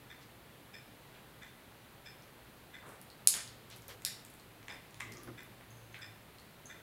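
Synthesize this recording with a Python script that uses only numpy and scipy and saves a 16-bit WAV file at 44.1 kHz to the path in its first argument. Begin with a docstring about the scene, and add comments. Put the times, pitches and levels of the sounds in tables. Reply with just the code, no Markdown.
"""Quiet kitchen: a pendulum wall clock ticks in a far corner, its struck case heard mostly by reflection.
On a stone counter, heard direct, a cat bats a hard treat: modes ring in two sharp clicks, short noise skitters.
The cat steps on a plastic mat, which crunches, and its collar tag tinks; both are banks of dying sines.
Shaped noise makes the soft brushes, room tone and microphone hiss; a low drone wavers and swells beneath.
"""
import sys
import numpy as np
from scipy import signal
from scipy.fft import rfft, irfft
from scipy.io import wavfile
from scipy.ndimage import uniform_filter1d

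SR = 44100
rng = np.random.default_rng(int(sys.argv[2]) if len(sys.argv) > 2 else 0)


def convert_level_to_amplitude(level_db):
    """Map a level in decibels to its linear amplitude factor."""
    exponent = np.asarray(level_db, float) / 20
    return 10 ** exponent


def put_to_file(sound):
    """Save the sound as 16-bit audio at rate SR, in the file named by the first command-line argument."""
    columns = np.atleast_2d(sound).T  # one column per channel
    safe = np.clip(columns, -1, 1)
    whole_steps = np.round(safe * 32767)
    wavfile.write(sys.argv[1], SR, whole_steps.astype(np.int16))


N = 300756  # length in samples


def evened(x):
    """Scales to rms 1."""
    return x / np.sqrt(np.mean(x ** 2) + 1e-20)


def read(points, hz):
    """Reads a table on a log-frequency axis."""
    f, value = np.transpose(points)
    return np.interp(np.log(hz + 1), np.log(f + 1), value)


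def add(mix, start_s, sound):
    """Mixes a sound in at start_s seconds."""
    part = mix[round(start_s * SR):][:len(sound)]
    part += sound[:len(part)]


def scaled_to_peak(sound, peak_db):
    """Scales a sound to the given peak level."""
    return convert_level_to_amplitude(peak_db) * sound / abs(sound).max()


def echoes(x, table):
    """Delayed copies, one for each path off a nearby surface."""
    return sum(convert_level_to_amplitude(level_db) * np.roll(x, round(delay_s * SR)) for delay_s, level_db in table)


def ring(hz, level_db, t60_s, rise_s):
    """Dying sines, one per mode, after a contact whose push builds up over rise_s."""
    t = np.arange(SR // 4)[:, None] / SR
    modes = convert_level_to_amplitude(level_db - 60 * t / t60_s) * np.sin(2 * np.pi * hz * t)
    signs = (-1.) ** np.arange(len(hz))  # neighbours start opposite, which fills the gaps between them
    return modes @ signs * (1 - np.exp(-t[:, 0] / rise_s))


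def blows(events, modes, rise_s):
    """Each blow rings the modes, duller or brighter by its tilt, and more or less damped."""
    hz, level_db, t60_s = np.transpose(modes)
    octaves = np.log2(hz / hz[np.argmax(level_db)])  # from the strongest mode
    out = np.zeros(N)
    for start_s, peak_db, tilt_db, free_share in events:
        sound = ring(hz, level_db + tilt_db * octaves, t60_s * free_share, rise_s)
        add(out, start_s, scaled_to_peak(sound, peak_db))
    return out


def band_noise(size, hz, width_hz):
    """Slow complex noise shifted up to hz."""
    r = np.exp(-np.pi * width_hz / SR)
    white = rng.standard_normal((size, 2)) @ [1, 1j]
    slow = signal.lfilter([1], [1, -2 * r, r * r], white)
    carrier = np.exp(2j * np.pi * hz * np.arange(size) / SR)
    return evened((slow * carrier).real)


# how long the kitchen rings on: pitch_hz, t60_s
KITCHEN = [(500, 0.46), (2000, 0.6), (5500, 0.43), (14500, 0.25)]


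def kitchen(x, gap_s, build_s):
    """Random reflections start after a gap, build up, and die band by band."""
    hz, t, z = signal.stft(rng.standard_normal(SR), SR, nperseg=256)
    fade = convert_level_to_amplitude(-60 * t / read(KITCHEN, hz)[:, None])
    tail = signal.istft(z * fade, SR, nperseg=256)[1]
    tail = tail * (1 - np.exp(-np.arange(len(tail)) / SR / build_s))
    tail = np.concatenate([np.zeros(round(gap_s * SR)), tail / np.linalg.norm(tail)])
    return signal.oaconvolve(x, tail)[:N]


# spectrum of room tone and microphone hiss, shape only: pitch_hz, level_db (per Hz, relative)
AIR = [(15, -42), (25, -12), (45, -12), (62, -1.5), (84, -11), (114, -0.5), (200, -6), (330, -8),
       (800, -12), (2100, -16), (4200, -21), (5400, -28.5), (7500, -28.5), (12500, -25), (16000, -28)]


def air():
    """Steady room tone and microphone hiss: white noise shaped in frequency."""
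    shape = convert_level_to_amplitude(read(AIR, np.fft.rfftfreq(N, 1 / SR)))
    tone = irfft(rfft(rng.standard_normal(N)) * shape, N)
    return convert_level_to_amplitude(-57) * evened(tone)  # rms dB


DRONE_HZ, DRONE_WAVER_HZ = 110.2, 6.01  # centre pitch; rms waver
DRONE_DB, DRONE_FLUTTER_DB = -76.5, 3  # rms between swells, before flutter; most flutter either way
# times when the low drone swells: middle_s, length_s, rise_db
SWELLS = [(0.988, 0.18, 10), (3.805, 0.85, 13.5), (4.623, 0.24, 11), (5.081, 0.3, 18), (5.31, 0.15, 21),
          (5.508, 0.13, 16), (5.932, 0.78, 16)]


def drone():
    """A low sine that wavers in pitch, flutters in level and swells now and then."""
    t = np.arange(N) / SR
    bumps = [rise_db * np.clip(1 - (2 * (t - middle_s) / length_s) ** 4, 0, 1)
             for middle_s, length_s, rise_db in SWELLS]
    waver = evened(uniform_filter1d(rng.standard_normal(N), size=4000))
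    flutter = evened(uniform_filter1d(rng.standard_normal(N), size=4000))
    level_db = DRONE_DB + np.max(bumps, axis=0) + DRONE_FLUTTER_DB * np.tanh(flutter)
    phase = 2 * np.pi * np.cumsum(DRONE_HZ + DRONE_WAVER_HZ * waver) / SR
    return convert_level_to_amplitude(level_db) * np.sqrt(2) * np.sin(phase)


FIRST_TICK_S, SWING_S, TOCK_AFTER_S = .0952, 1.3196, .639  # the escapement limps: the tock comes early
MODE_SCATTER_DB, PITCH_SCATTER = 1.5, .002  # rms per mode and beat; pitch as a share
# clock case modes, levels before the room: pitch_hz, tick_db, tock_db, t60_s
CASE = [(1605, -51.5, -54, 0.013), (1802, -56, -55.5, 0.041), (1920, -49, -52, .008),
        (2030, -52.5, -59, 0.0304), (2230, -55.5, -60, .008), (2420, -57.5, -54, 0.035),
        (3393, -57.5, -56, 0.017), (3583, -59.5, -57, 0.041), (4930, -78, -58.5, 0.014),
        (5225, -74, -59, 0.058), (5950, -67, -66, 0.013), (7600, -65, -61, 0.012)]
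# no two beats fall quite alike, tick and tock in turn: level_db (added to the case modes)
STRENGTHS_DB = [-2, -1.8, -1.5, -0.55, -1, .1, 0.91, 1.3, -0.37, 1.5, .4]
# the clock hangs in a corner, direct sound and first strong reflections: delay_s, level_db
CORNER = [(0, -10), (.0047, -2.5), (.0083, 0.5), (0.0118, -4), (0.0172, 2.5), (.0194, -10), (.0277, -7.5),
          (0.031, -1), (.041, -20), (0.05, -6)]


def clock():
    """Ticks and tocks ring the same case modes with other strengths; reflections outweigh the direct path."""
    hz, tick_db, tock_db, t60_s = np.transpose(CASE)
    out = np.zeros(N)
    for beat, strength_db in enumerate(STRENGTHS_DB):
        is_tock = beat % 2
        start_s = FIRST_TICK_S + beat // 2 * SWING_S + is_tock * TOCK_AFTER_S
        level_scatter, pitch_scatter = rng.standard_normal((2, len(hz)))
        level_db = strength_db + (tock_db if is_tock else tick_db) + MODE_SCATTER_DB * level_scatter
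        add(out, start_s, ring(hz * (1 + PITCH_SCATTER * pitch_scatter), level_db, t60_s, 0.00026))
    return convert_level_to_amplitude(5.5) * (echoes(out, CORNER) + convert_level_to_amplitude(-0.5) * kitchen(out, .02, 0.011))


# soft brushes and thuds: start_s, length_s, level_db (rms), centre_hz, width_hz
BRUSHES = [(.21, 0.062, -67, 4550, 4000), (1.14, 0.087, -63.5, 1495, 3040), (2.82, 0.21, -60.5, 1295, 1200),
           (2.852, 0.17, -60, 597, 700), (2.86, 0.15, -69.5, 8940, 4000), (3.337, 0.11, -50, 1800, 3000),
           (3.885, 0.1, -62.5, 491, 129), (3.885, 0.078, -55, 2520, 6000), (3.699, .1, -60, 3015, 4130),
           (4.69, 0.13, -59, 800, 930), (5.02, 0.64, -61, 330, 252), (5.15, 0.14, -63.5, 1187, 120),
           (5.26, 0.056, -64, 74.5, 40), (5.27, 0.078, -54.5, 298.4, 407), (5.274, 0.041, -56, 1300, 700),
           (5.943, .05, -56, 2484, 1510), (5.97, 0.16, -62, 1543, 350), (6.68, 0.21, -68.5, 1437, 299)]


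def brushes():
    """Puffs of band noise with a quick start and a slower end."""
    out = np.zeros(N)
    for start_s, length_s, level_db, centre_hz, width_hz in BRUSHES:
        u = np.linspace(0, 1, round(length_s * SR))
        puff = evened(u ** 0.2 * (1 - u))
        add(out, start_s, convert_level_to_amplitude(level_db) * puff * band_noise(len(u), centre_hz, width_hz))
    return out


GRIT_T60_S = .0015
CLICK_WIDTH_SHARE, CLICK_SNAP_DB = 0.63, -20.5  # resonance width over its centre; uncoloured snap under it
# small dry clicks of treat, claws and teeth: start_s, peak_db, centre_hz
CLICKS = [(1.15, -48, 3600), (1.432, -49, 5500), (1.478, -49, 7550), (2.223, -49, 5500), (2.892, -39, 8600),
          (3.015, -37.5, 10800), (3.34, -22, 3600), (3.477, -37, 4200), (3.702, -40, 8900),
          (3.713, -40, 4040), (3.727, -42.5, 4000), (3.763, -40, 10200), (3.77, -43, 9000),
          (3.822, -42, 9050), (3.882, -30.5, 11500), (4.021, -41, 9400), (4.08, -38, 11000),
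          (4.25, -38, 9700), (4.302, -42, 9900), (4.340, -41.5, 9600), (4.63, -51, 6080),
          (4.683, -39, 6600), (4.723, -41, 7400), (4.741, -44, 8000), (4.909, -47, 8160),
          (4.944, -39.5, 8100), (5.002, -39, 8200), (5.005, -34, 8060), (5.008, -36, 8800),
          (5.121, -36.5, 9100), (5.124, -39, 4970), (5.138, -41, 9500), (5.171, -38, 6100),
          (5.234, -39, 8700), (5.275, -50, 5000), (5.407, -47, 8000), (5.433, -40, 12000),
          (5.949, -48, 7000), (5.990, -43, 9500), (6.399, -50, 8000), (6.67, -44, 8010)]


def clicks():
    """Each is a quickly dying burst of noise, coloured by one broad resonance."""
    out, t = np.zeros(N), np.arange(256) / SR
    for start_s, peak_db, hz in CLICKS:
        grit = rng.standard_normal(256) * convert_level_to_amplitude(-60 * t / GRIT_T60_S)
        snap = signal.lfilter([1, 0, -1], [1], grit)
        r = np.exp(-np.pi * CLICK_WIDTH_SHARE * hz / SR)
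        pole = [1, -2 * r * np.cos(2 * np.pi * hz / SR), r * r]
        coloured = signal.lfilter([1], np.convolve(pole, pole), snap)
        sound = evened(coloured) + convert_level_to_amplitude(CLICK_SNAP_DB) * evened(snap)
        add(out, start_s, scaled_to_peak(sound, peak_db))
    return out


# modes of a small hard part, perhaps the collar buckle: pitch_hz, level_db (relative), t60_s
BUCKLE = [(4300, -3, 0.0049), (8300, -5, .002)]
# its taps: start_s, peak_db, tilt_db (per octave), free_share (of the ring time)
TAPS = [(3.102, -41.5, -3, 1), (4.398, -44.5, 6, 1), (6.385, -44.5, -4, 1)]


def buckle_taps():
    """Two short modes of a small hard part ring at each tap."""
    return blows(TAPS, BUCKLE, .0001)


CONTACT_S, CONTACT_DB = .00005, -11  # the landing's own short push, against the peak of the ring
# hard treat on stone, modes: pitch_hz, flat_db (relative), edge_db (relative), t60_s
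TREAT = [(2430, -25, -17, 0.0083), (2880, -22.5, -15.5, 0.0053), (3700, -20, -9, 0.012),
         (4310, -6, 2, 0.0021), (5500, -9.5, -0.5, 0.00408), (6100, -9.5, -7.5, .003),
         (6880, -7.5, -9, 0.0071), (7450, -8.5, -6.5, 0.0047), (8410, -2, -3.5, 0.00403),
         (9080, -1.5, -1, 0.0024), (9920, 4, 2, 0.0033), (11150, -2, 2, 0.0014), (11900, -4.5, -2, 0.0042),
         (12800, -13, -6, 0.0023), (14030, -19, -17, .002), (15000, -22, -19, .002)]
# treat landings: start_s, peak_db (of the ring alone), side (1 flat, 2 edge)
LANDINGS = [(3.2731, 0, 1), (4.0498, -14, 2)]


def treat():
    """The treat rings its modes with the strengths of the side it lands on, over the short push of contact."""
    modes, out = np.transpose(TREAT), np.zeros(N)
    u = np.arange(64) / SR / CONTACT_S
    push = (1 - 0.82 * u) * np.exp(-u)
    for start_s, peak_db, side in LANDINGS:
        sound = ring(modes[0], modes[side], modes[3], 0.00006)
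        add(out, start_s, scaled_to_peak(sound, peak_db))
        add(out, start_s, convert_level_to_amplitude(peak_db + CONTACT_DB) * push)
    return out


# plastic mat modes: pitch_hz, level_db (relative), t60_s (ringing free)
MAT = [(1126, -8, 0.032), (1590, -9, 0.019), (2026, 5.5, 0.028), (2330, -4, 0.035), (2540, 0, 0.02),
       (3600, 9, 0.0052)]
# paw on the mat: start_s, peak_db, tilt_db (per octave), free_share (of the ring time left under the paw)
STEPS = [(4.021, -51.5, 0, 0.5), (4.6284, -49, -4, .3), (4.6828, -33, -1, 0.28), (4.9442, -45, 7, .4),
         (5.001, -40.5, -9, 0.9), (5.0058, -29, -7, 0.55), (5.2744, -47, -9, 0.21),
         (5.6092, -48.5, -4, 0.44), (5.9438, -38.5, 0, 0.35), (5.955, -47, 2, 0.5), (5.968, -44, 8, 0.34)]


def mat_steps():
    """Each step crunches the mat, ringing modes that the paw itself damps."""
    return blows(STEPS, MAT, 0.0002)


# collar tag modes: pitch_hz, level_db (relative), t60_s (ringing free)
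TAG = [(6220, 1, 0.033), (6400, -3, 0.062), (6750, -6, 0.029), (7170, -5, .02), (10100, -7.5, 0.051)]
# its tinks: start_s, peak_db, tilt_db (per octave), free_share (of the ring time)
TINKS = [(5.7044, -53, 2, 1), (5.77, -56, .1, 1), (5.83, -59, .1, 1), (5.9269, -55, .1, 0.69),
         (6.6563, -42, -6, 0.65)]


def tag_tinks():
    """The collar tag rings its high modes at each tink."""
    return blows(TINKS, TAG, 0.00027)


# echoes off stone, mat and cabinets: delay_s, level_db
COUNTER = [(.0006, -23), (.0012, -8.5), (.0098, -9), (0.0145, -10)]


def scene():
    """Counter sounds come direct, with quick echoes and the room behind; the mat stirs the room less."""
    hard = treat() + clicks() + tag_tinks() + buckle_taps()
    steps = mat_steps()
    near = hard + steps + echoes(hard + steps, COUNTER)
    room = convert_level_to_amplitude(-2.0) * kitchen(hard + convert_level_to_amplitude(-0.2) * steps, 0.002, 0.0034)
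    mix = near + room + clock() + brushes() + air() + drone()
    return mix[None]


def top_cut(x):
    """Nothing passes above the cut-off."""
    return signal.sosfilt(signal.butter(12, 16500, fs=SR, output="sos"), x)


def record(dry):
    """A limiter ducks everything just after a loud click and recovers; a low-pass then trims the top."""
    power_db = 10 * np.log10(abs(uniform_filter1d(dry[0] ** 2, 60)) + 1e-12)
    fall_db = np.arange(N) * 49.8 / SR  # the held level falls 49.8 dB a second
    held_db = np.maximum.accumulate(power_db + fall_db) - fall_db
    over_db = np.maximum(held_db + 18.5, 0)  # threshold -18.5 dB
    late_db = signal.lfilter([.01], [1, -.99], over_db)  # the limiter lags, so the click itself gets through
    limited = dry / convert_level_to_amplitude(0.36 * late_db)
    low_pass = signal.firwin(255, 15900, fs=SR)
    mix = signal.oaconvolve(limited, low_pass[None], "same")
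    return top_cut(mix)


dry = scene()
out = record(dry)
put_to_file(out)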